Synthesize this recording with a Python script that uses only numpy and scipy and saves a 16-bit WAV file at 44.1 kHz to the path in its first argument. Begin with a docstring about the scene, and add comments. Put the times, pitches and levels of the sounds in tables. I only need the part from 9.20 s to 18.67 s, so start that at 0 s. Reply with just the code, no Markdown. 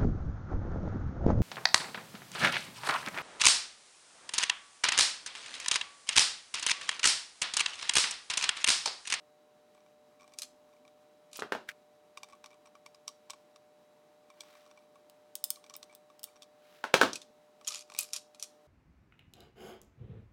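"""Ratchet crimping at a workbench

A ferrule is pushed onto a cable and squeezed with a ratchet crimping tool: the tool is picked up,
its jaws tick on the ferrule, the pawl snaps over its teeth, and the tool clatters back onto the bench.
Cable and plastic box crackle in the hands while a fan hums in the small workshop.
Contacts are noise bursts ringing resonances and room; rubbing is swelling noise; the fan is sines and air noise."""
import sys
import numpy as np
from scipy import signal
from scipy.fft import rfft, irfft, next_fast_len
from scipy.io import wavfile
from scipy.ndimage import uniform_filter1d, map_coordinates

SR = 44100
rng = np.random.default_rng(int(sys.argv[2]) if len(sys.argv) > 2 else 0)


def transcribe(signal):
    """Save signal, clipped to [-1, 1], as a 16-bit WAV file at the path in sys.argv[1]."""
    frames = np.atleast_2d(signal).T
    limited = np.clip(frames, -1, 1)
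    pcm = np.round(limited * 32767).astype(np.int16)
    wavfile.write(sys.argv[1], SR, pcm)


N = 417616

# Metal on metal, mostly the pawl and hinge: start_s, level_db, treble_db
RATCHET_CLICKS = [(2.171, -44.5, 6), (5.898, -57.5, -2), (6.1542, -35, -1), (6.2407, -26.5, 3),
                  (6.3039, -27, 1.5), (6.5648, -43.5, 10), (6.7502, -51, 3.5), (6.994, -55, -3),
                  (7.032, -44, 2), (7.0409, -36.5, 1.5), (8.789, -28, 0)]
# Broad colour of the metal clicks: pitch_hz, level_db
RATCHET_COLOUR = [(500, -28), (1000, -8.5), (1800, -19.5), (3200, -4.5), (5500, -4), (9000, -1.5),
                  (12500, -6.5), (16000, -13.5)]
# Nominal resonances of the steel tool: pitch_hz, width_hz, lift_db
STEEL_MODES = [(3550, 400, 4.5), (5270, 820, 11), (8500, 900, 10), (10900, 700, 4.8), (15100, 2300, 20)]
# Harder clicks have less bass: level_db without tilt, tilt_db per dB of level
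RATCHET_HARDNESS = (-33, 0.41)


def ratchet():
    """Hard, very short metal clicks; the harder the click, the thinner its bass."""
    rows = [(start, db, [], -harder(db, RATCHET_HARDNESS), treble)
            for start, db, treble in RATCHET_CLICKS]
    return strikes(rows, RATCHET_COLOUR, STEEL_MODES, (2500, 7000, 14000), contact_s=0.0015,
                   lead_db=-39.5, room_db=-11.5, early_t60=0.047, early_db=13.0)


# Tool knocks on the bench, picked up and put down: start_s, level_db, bass_db, thud_hz, clack_hz
TOOL_KNOCKS = [(2.191, -39.5, -2, 397, 1160), (2.222, -30.5, -2, 403, 1830), (2.322, -25.5, -3, 418, 1820),
               (2.35, -32.5, -2.5, 625, 845), (7.6403, -28, -10.5, 865, 1430), (7.741, -13, -3, 533, 2370),
               (7.8135, -13.5, -2.5, 381.7, 1500), (7.832, -21, 1.5, 275, 1300)]
# Broad colour of the knocks: pitch_hz, level_db
KNOCK_COLOUR = [(60, -25.5), (130, -11.5), (250, -0.5), (450, 0), (850, -1.5), (1600, -3), (2000, -9.5),
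                (3000, -9), (6000, -19.5), (16000, -36.5)]
# Nominal resonances of the bench: pitch_hz, width_hz, lift_db
BENCH_MODES = [(225, 18, 6), (531, 58, 6), (1434, 600, 3.5)]
# Harder knocks have more treble: level_db without tilt, tilt_db per dB of level
KNOCK_HARDNESS = (-21.5, 0.52)
# First hop, length of each hop over the one before, loss per hop
HOP_S, HOP_SHRINK, HOP_LOSS_DB = .0095, 0.45, 13


def bench(count=3):
    """The heavy tool strikes, chatters ever quicker and softer, and shakes the bench."""
    rows = []
    for start, db, bass, *rings in TOOL_KNOCKS:
        for k in range(count):
            hop_delay = HOP_S * (1 - HOP_SHRINK ** k) / (1 - HOP_SHRINK)
            level = db - HOP_LOSS_DB * k
            rows.append((start + hop_delay, level, rings, bass, harder(level, KNOCK_HARDNESS)))
    return strikes(rows, KNOCK_COLOUR, BENCH_MODES, (250, 1200, 6000), contact_s=0.0023,
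                   lead_db=-26.0, room_db=-6, early_t60=0.14, early_db=0.5,
                   ring_db=9, ring_q=5, smooth_bins=120, size=16384)


# Ferrule and jaws tap and ring the plastic box: start_s, level_db, bass_db, ring_hz
BOX_TICKS = [(1.137, -56, -17, 2400), (1.651, -60.5, 4, 2390), (1.678, -60.5, -2, 3700),
             (2.9735, -42, 0.5, 2470), (3.0324, -42.5, -2.5, 976), (3.1315, -53, 8, 1120),
             (3.242, -47.5, 5.5, 2630), (3.26, -49, -3, 5460), (3.553, -54.5, 7, 1120),
             (3.662, -48, -3, 2250), (3.7464, -55.5, -3.5, 5030), (3.8792, -35.5, -12.5, 5930),
             (4.099, -44.5, 0, 1214), (4.1046, -39.5, -10, 7660), (4.134, -50.5, 6, 1090),
             (4.3602, -55, 0, 4000), (5.102, -55, 4, 1060), (5.2068, -42.5, -16, 3480),
             (6.358, -52.5, -18, 4020), (6.441, -54.5, -1, 3500), (6.464, -59, -8, 2480),
             (6.4974, -49, -5, 5700), (6.5395, -47, -10, 6900), (6.553, -48.5, -3, 5400),
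             (6.629, -46, -6.5, 4330), (7.2218, -49.5, -10.5, 3580), (7.2305, -53.5, -10, 3300),
             (8.7, -50.5, 1, 1384), (8.72, -49.5, 2, 2550), (8.749, -45.5, 0.5, 2450),
             (8.764, -50.5, -7, 2500)]
# Soft bumps led by the lowest mode of the box: start_s, level_db
BOX_BUMPS = [(5.756, -59), (6.371, -59), (6.504, -56), (6.901, -57.5), (8.4122, -56.5)]
# Broad colour of contacts on the box: pitch_hz, level_db
TICK_COLOUR = [(300, -15.5), (700, -5.5), (1100, 2.5), (1700, -12.5), (2500, -6.5), (5500, -6.5),
               (11000, -19), (16000, -29)]
# Nominal resonances of the hollow box: pitch_hz, width_hz, lift_db
BOX_MODES = [(1138, 130, 7.7), (2325, 194, 14.5), (3620, 390, 5.5), (5720, 450, 5.6), (8230, 660, 7.2)]
REBOUND_S, REBOUND_DB = .011, -14  # longest flight of a tap's rebound, its level against the tap
BUMP_BASS_DB = 5.5  # a soft bump is mostly bass
# Each stroke of the fingers sheds tiny ticks: level over the rubbing, their bass
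FIDGET_DB, FIDGET_BASS_DB = 13, 6.5


def ferrule():
    """Taps with a faint rebound, soft knocks and tiny handling ticks, carried into the hollow box."""
    box_hz = [centre for centre, width, lift in BOX_MODES]
    rows = [(start, db, [ring], bass) for start, db, bass, ring in BOX_TICKS]
    for start, db, bass, ring in BOX_TICKS:
        flight = REBOUND_S * rng.uniform(0.68, 1)
        rows.append((start + flight, db + REBOUND_DB, [rng.choice(box_hz)], bass))
    rows += [(start, db, box_hz[:1], BUMP_BASS_DB) for start, db in BOX_BUMPS]
    rows += [(start, db + FIDGET_DB, [rng.choice(box_hz[1:])], FIDGET_BASS_DB)
             for start, db in scattered(HANDLING, scatter_db=1.5, count=4)]
    return strikes(rows, TICK_COLOUR, BOX_MODES, (1500, 4500), contact_s=0.0027,
                   lead_db=-17.5, room_db=-13.5, early_t60=0.035, early_db=16.5,
                   ring_db=10.0, ring_q=10.0)


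# The cable snaps free and slips on in a short run: start_s, level_db, treble_db, ring_hz
CABLE_SNAPS = [(1.187, -36, 7, 5450), (1.2194, -36, 7, 4000), (1.232, -41.5, 5, 4300),
               (2.131, -47, 5, 3670), (2.197, -44, -5, 4000), (7.932, -35, -8.5, 5740),
               (7.9564, -36.5, 0, 2520), (8.0167, -48.5, -2.5, 3650), (8.447, -51, -8, 5530),
               (8.4723, -37.5, -2, 3220), (8.4768, -30, 11, 6940), (8.4848, -32.5, -5, 5870),
               (8.506, -41.5, -3, 1230), (8.522, -40, -15, 1320), (8.541, -42, -3, 2660),
               (8.556, -40.5, -6, 6830), (8.592, -46, 6, 4630), (8.608, -48.5, 1, 6500),
               (8.7884, -28, 6.5, 2500), (8.808, -34.5, 27, 8040), (8.831, -40.5, 22, 4340),
               (8.9335, -30.5, 7, 5630), (8.963, -34.5, 4, 4940), (9.147, -55.5, 2, 4000),
               (9.197, -46.5, 7, 6000), (9.2257, -34, 8, 5630)]
# Tool and cable drag grittily over bench and box: centre_s, level_db, half_length_s
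DRAGS = [(2.176, -47.5, 0.024), (8.553, -50, 0.026), (8.811, -55, 0.062)]
# Broad colour of the snaps: pitch_hz, level_db
SNAP_COLOUR = [(300, -43), (1100, -6), (1800, -11.5), (2600, -1.5), (5500, 1), (8000, -3), (11000, -9.5),
               (16000, -35)]
# Nominal resonances of the cable: pitch_hz, width_hz, lift_db
CABLE_MODES = [(1230, 140, 6.9), (2445, 120, 7.5), (7040, 210, 5.2)]
# Harder snaps have less bass: level_db without tilt, tilt_db per dB of level
SNAP_HARDNESS = (-52, 0.33)
# Base gap between slips, loss per slip, crackle against the snap
SLIP_S, SLIP_LOSS_DB, CRACKLE_DB = .0055, 10, -17.5


def cable(count=3):
    """Each scratchy snap of wire and plastic starts uneven, weaker slips amid crackle and gritty drags."""
    rows = []
    for start, db, treble, ring in CABLE_SNAPS:
        delays = SLIP_S * np.r_[0, np.cumsum(rng.uniform(.5, 2, count - 1))]
        for k, delay in enumerate(delays):
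            level = db - SLIP_LOSS_DB * k
            rows.append((start + delay, level, [ring], -harder(level, SNAP_HARDNESS), treble))
    snaps = strikes(rows, SNAP_COLOUR, CABLE_MODES, (2000, 5500, 13000), contact_s=0.0027,
                    lead_db=-24.0, room_db=-9.5, early_t60=0.042, early_db=13,
                    ring_db=12.5, ring_q=10.3)
    crackle = [(start + 2 * SLIP_S, db + CRACKLE_DB, 2 * SLIP_S) for start, db, *_ in CABLE_SNAPS]
    return snaps + rub(crackle + DRAGS, SNAP_COLOUR, CABLE_MODES, grain_db=7.5)


# Fingers and cable rub on the box: centre_s, level_db, half_length_s
HANDLING = [(0.6, -80, 0.043), (1.01, -73, 0.014), (1.1, -73.5, 0.045), (1.53, -82.5, 0.029),
            (3.115, -72.5, 0.026), (3.32, -74, 0.017), (3.465, -74.5, 0.0077), (5.4, -70.5, 0.15),
            (6.72, -74.5, 0.016), (7.12, -75.5, 0.053)]
# The tool's jaws scrape as it is lifted: centre_s, level_db, half_length_s
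SCRAPES = [(2.492, -38.5, 0.0023), (2.501, -49.5, 0.012)]


def fingers():
    """Soft rubbing coloured by the hollow box, its low murmur as it slides, the scrape of the lifted tool."""
    scrape_colour = [(800, -24), (1400, 2.5), (2100, 1.0), (3000, -7.0), (5000, -13.0), (16000, -24.5)]
    scrape = rub(SCRAPES, scrape_colour, [], grain_db=3.0)
    slide = rub([(1.3, -74.5, 0.4)], [(190, -20), (258, 6.5), (360, -39)], [], grain_db=4)
    return rub(HANDLING, TICK_COLOUR, BOX_MODES, grain_db=8.0) + slide + scrape


# Sleeve and apron brush as the arms move: centre_s, level_db, half_length_s
CLOTH_STROKES = [(5.32, -66.5, 0.11), (7.54, -65, 0.088)]


def cloth():
    """A soft, smoothly swelling swish of broad noise."""
    colour = [(200, -26.0), (1300, 5.5), (3800, 1.5), (8000, -11), (16000, -11)]
    return rub(CLOTH_STROKES, colour, [], grain_db=2.2)


# Fan tones, before their slow wavering: pitch_hz, rms_db
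FAN_TONES = [(450, -78), (600, -65), (750, -75.5), (3900, -87)]
# Relative spectrum of the fan's air: pitch_hz, level_db (per Hz)
AIR_COLOUR = [(30, -30), (90, -11.5), (200, -0.5), (320, 0.5), (550, -4.5), (950, -3), (1600, -11),
              (6000, -19.5), (16000, -29)]


def fan(drift_hz=.5, air_db=-69.0):
    """Slightly unsteady harmonics of a fan over its rush of air; drift_hz is felt at the second tone."""
    t = np.arange(N) / SR
    # one shared time lag makes all harmonics drift together
    lag = np.cumsum(drift_hz * wobble(5.6)) / SR / FAN_TONES[1][0]
    tones = np.zeros(N)
    for hz, db in FAN_TONES:
        level = amp(db + 0.63 * wobble(3.5)) * np.sqrt(2)
        tones += level * np.sin(2 * np.pi * (hz * (t + lag) + rng.random()))
    air = unit(filtered(rng.standard_normal(N), lambda hz: amp(along(AIR_COLOUR, hz))))
    return tones + amp(air_db + 0.64 * wobble(16.0)) * air


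# Decay of the workshop: pitch_hz, t60_s
WORKSHOP_DECAY = [(100, 0.44), (260, 0.31), (1840, 0.24), (4850, 0.29), (14000, 0.18)]


def room_tail(t, early_t60, early_db):
    """Quick reflections off the bench top and a slower workshop tail, at energy 1."""
    hz, s, z = signal.stft(rng.standard_normal(len(t)), SR, nperseg=256)
    decay = amp(-60 * s / along(WORKSHOP_DECAY, hz)[:, None])
    late = signal.istft(z * decay, SR, nperseg=256)[1][:len(t)]
    early = rng.standard_normal(len(t)) * amp(early_db - 60 * t / early_t60)
    tail = (late + early) * np.clip(t / 0.0019 - 1, 0, 1)  # silent before the first reflections
    return tail / np.linalg.norm(tail)


# Share of a resonance's lift that evens out in the room, which gathers sound from all sides
BLUR = .7


def strikes(rows, colour, modes, tone_hz, contact_s, lead_db, room_db, early_t60, early_db,
            ring_db=0, ring_q=1, smooth_bins=300, size=8192):
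    """A brief chatter of two surfaces rings body, then room; few smooth_bins make a cleaner blow."""
    out, t, hz = np.zeros(N + size), np.arange(size) / SR, np.fft.rfftfreq(size, 1 / SR)
    lead = SR // 200  # 5 ms ahead of the blow
    u = (t - lead / SR) / contact_s
    # a graze, then the full blow
    press = np.where(u < 0, amp(lead_db) * np.exp(-np.abs(u)), np.exp(-np.abs(u) ** 1.38))
    for start, db, rings, *shelves_db in rows:
        force = even(rng.standard_normal(size) * press, smooth_bins)
        # bass and treble about a fixed middle, set by where it is hit
        tone = along(list(zip(tone_hz, np.insert(shelves_db, 1, 0))), hz)
        # the grip shifts and damps the modes a little from blow to blow
        struck = [(centre * (1 + rng.normal(0, .012)), width, lift + rng.uniform(-2.5, 2.5))
                  for centre, width, lift in modes]
        # the spot that is hit decides which resonance leads
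        struck += [(ring, ring / ring_q, ring_db) for ring in rings]
        response = body(colour, struck, hz)
        direct = force * causal(amp(response + tone))
        diffuse = direct * amp(-BLUR * (response - along(colour, hz)))
        diffuse *= np.linalg.norm(direct) / np.linalg.norm(diffuse)
        reverb = amp(room_db) * diffuse * rfft(room_tail(t, early_t60, early_db))
        hit = irfft(direct + reverb)
        # level is the strength of the first 5 ms of the blow
        out[round(start * SR) - lead:][:size] += amp(db) * hit / np.std(hit[lead:2 * lead])
    return out[:N]


def rub(strokes, colour, modes, grain_db):
    """Friction that swells and fades with each stroke, sticking and slipping unevenly."""
    t = np.arange(N) / SR
    pressure = np.zeros(N)
    for centre, db, half in strokes:
        near = np.abs(t - centre) < 4 * half
        pressure[near] += amp(db) * np.exp(-.5 * ((t[near] - centre) / half) ** 2)
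    slips = rng.standard_normal(N) * amp(grain_db * np.clip(wobble(300), -2, 2))
    return pressure * unit(filtered(slips, lambda hz: causal(amp(body(colour, modes, hz)))))


def harder(db, hardness):
    """How far a contact of this level tilts from bass to treble, in dB."""
    plain_db, slope = hardness
    return slope * (db - plain_db)


def scattered(strokes, scatter_db, count):
    """Small contacts (start_s, level_db) at uneven moments all through each stroke."""
    rows = []
    for centre, db, half in strokes:
        place = (np.arange(count) + rng.random(count)) / count * 2 - 1
        rows += zip(centre + 1.5 * half * place, db + scatter_db * rng.standard_normal(count))
    return rows


def body(colour, modes, hz):
    """Response in dB: a broad colour with resonances on top."""
    peaks = sum(db / (1 + (2 * (hz - centre) / width) ** 2) for centre, width, db in modes)
    return along(colour, hz) + peaks


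def causal(gain):
    """The minimum-phase spectrum with this gain: it rings only after the blow."""
    cepstrum = irfft(np.log(gain + 1e-9))
    half = len(cepstrum) // 2
    return np.exp(rfft(np.r_[cepstrum[0], 2 * cepstrum[1:half], np.zeros(half)]))


def even(x, smooth_bins):
    """Spectrum of x with its broad humps levelled, so that only its fine texture stays."""
    z = rfft(x)
    power = np.abs(uniform_filter1d(np.abs(z) ** 2, smooth_bins))
    return z * causal(1 / np.sqrt(power + 1e-9))


def filtered(x, response):
    """x times a response of frequency, padded so that its tail does not wrap round."""
    m = 2 * next_fast_len((N + SR) // 2)
    return irfft(rfft(x, m) * response(np.fft.rfftfreq(m, 1 / SR)), m)[:N]


def wobble(rate):
    """A smooth random curve, rate knots a second."""
    knots = rng.standard_normal(int(N * rate / SR) + 4)
    return map_coordinates(knots, [np.arange(N) * rate / SR])


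def along(points, hz):
    """Interpolate (pitch_hz, value) points on a log frequency axis."""
    f, v = np.transpose(points)
    return np.interp(np.log(hz + 1), np.log(f + 1), v)


def amp(db):
    """Decibels to gain."""
    return 10 ** (np.asarray(db) / 20)


def unit(x):
    """x at rms 1."""
    return x / np.sqrt(np.mean(x ** 2) + 1e-20)


def scene():
    """All sources at one microphone above the bench."""
    return (ratchet() + bench() + ferrule() + cable() + fingers() + cloth() + fan())[None]


def record(dry, top=1.0, top_hz=16700):
    """Soft saturation rounds off the hardest peaks, then a very steep low-pass cuts above top_hz."""
    rounded = dry[0] / (1 + (dry[0] / top) ** 4) ** (1 / 4)
    return filtered(rounded, lambda hz: 1 / np.sqrt(1 + (hz / top_hz) ** 200))[None]


dry = scene()
out = record(dry)
transcribe(out)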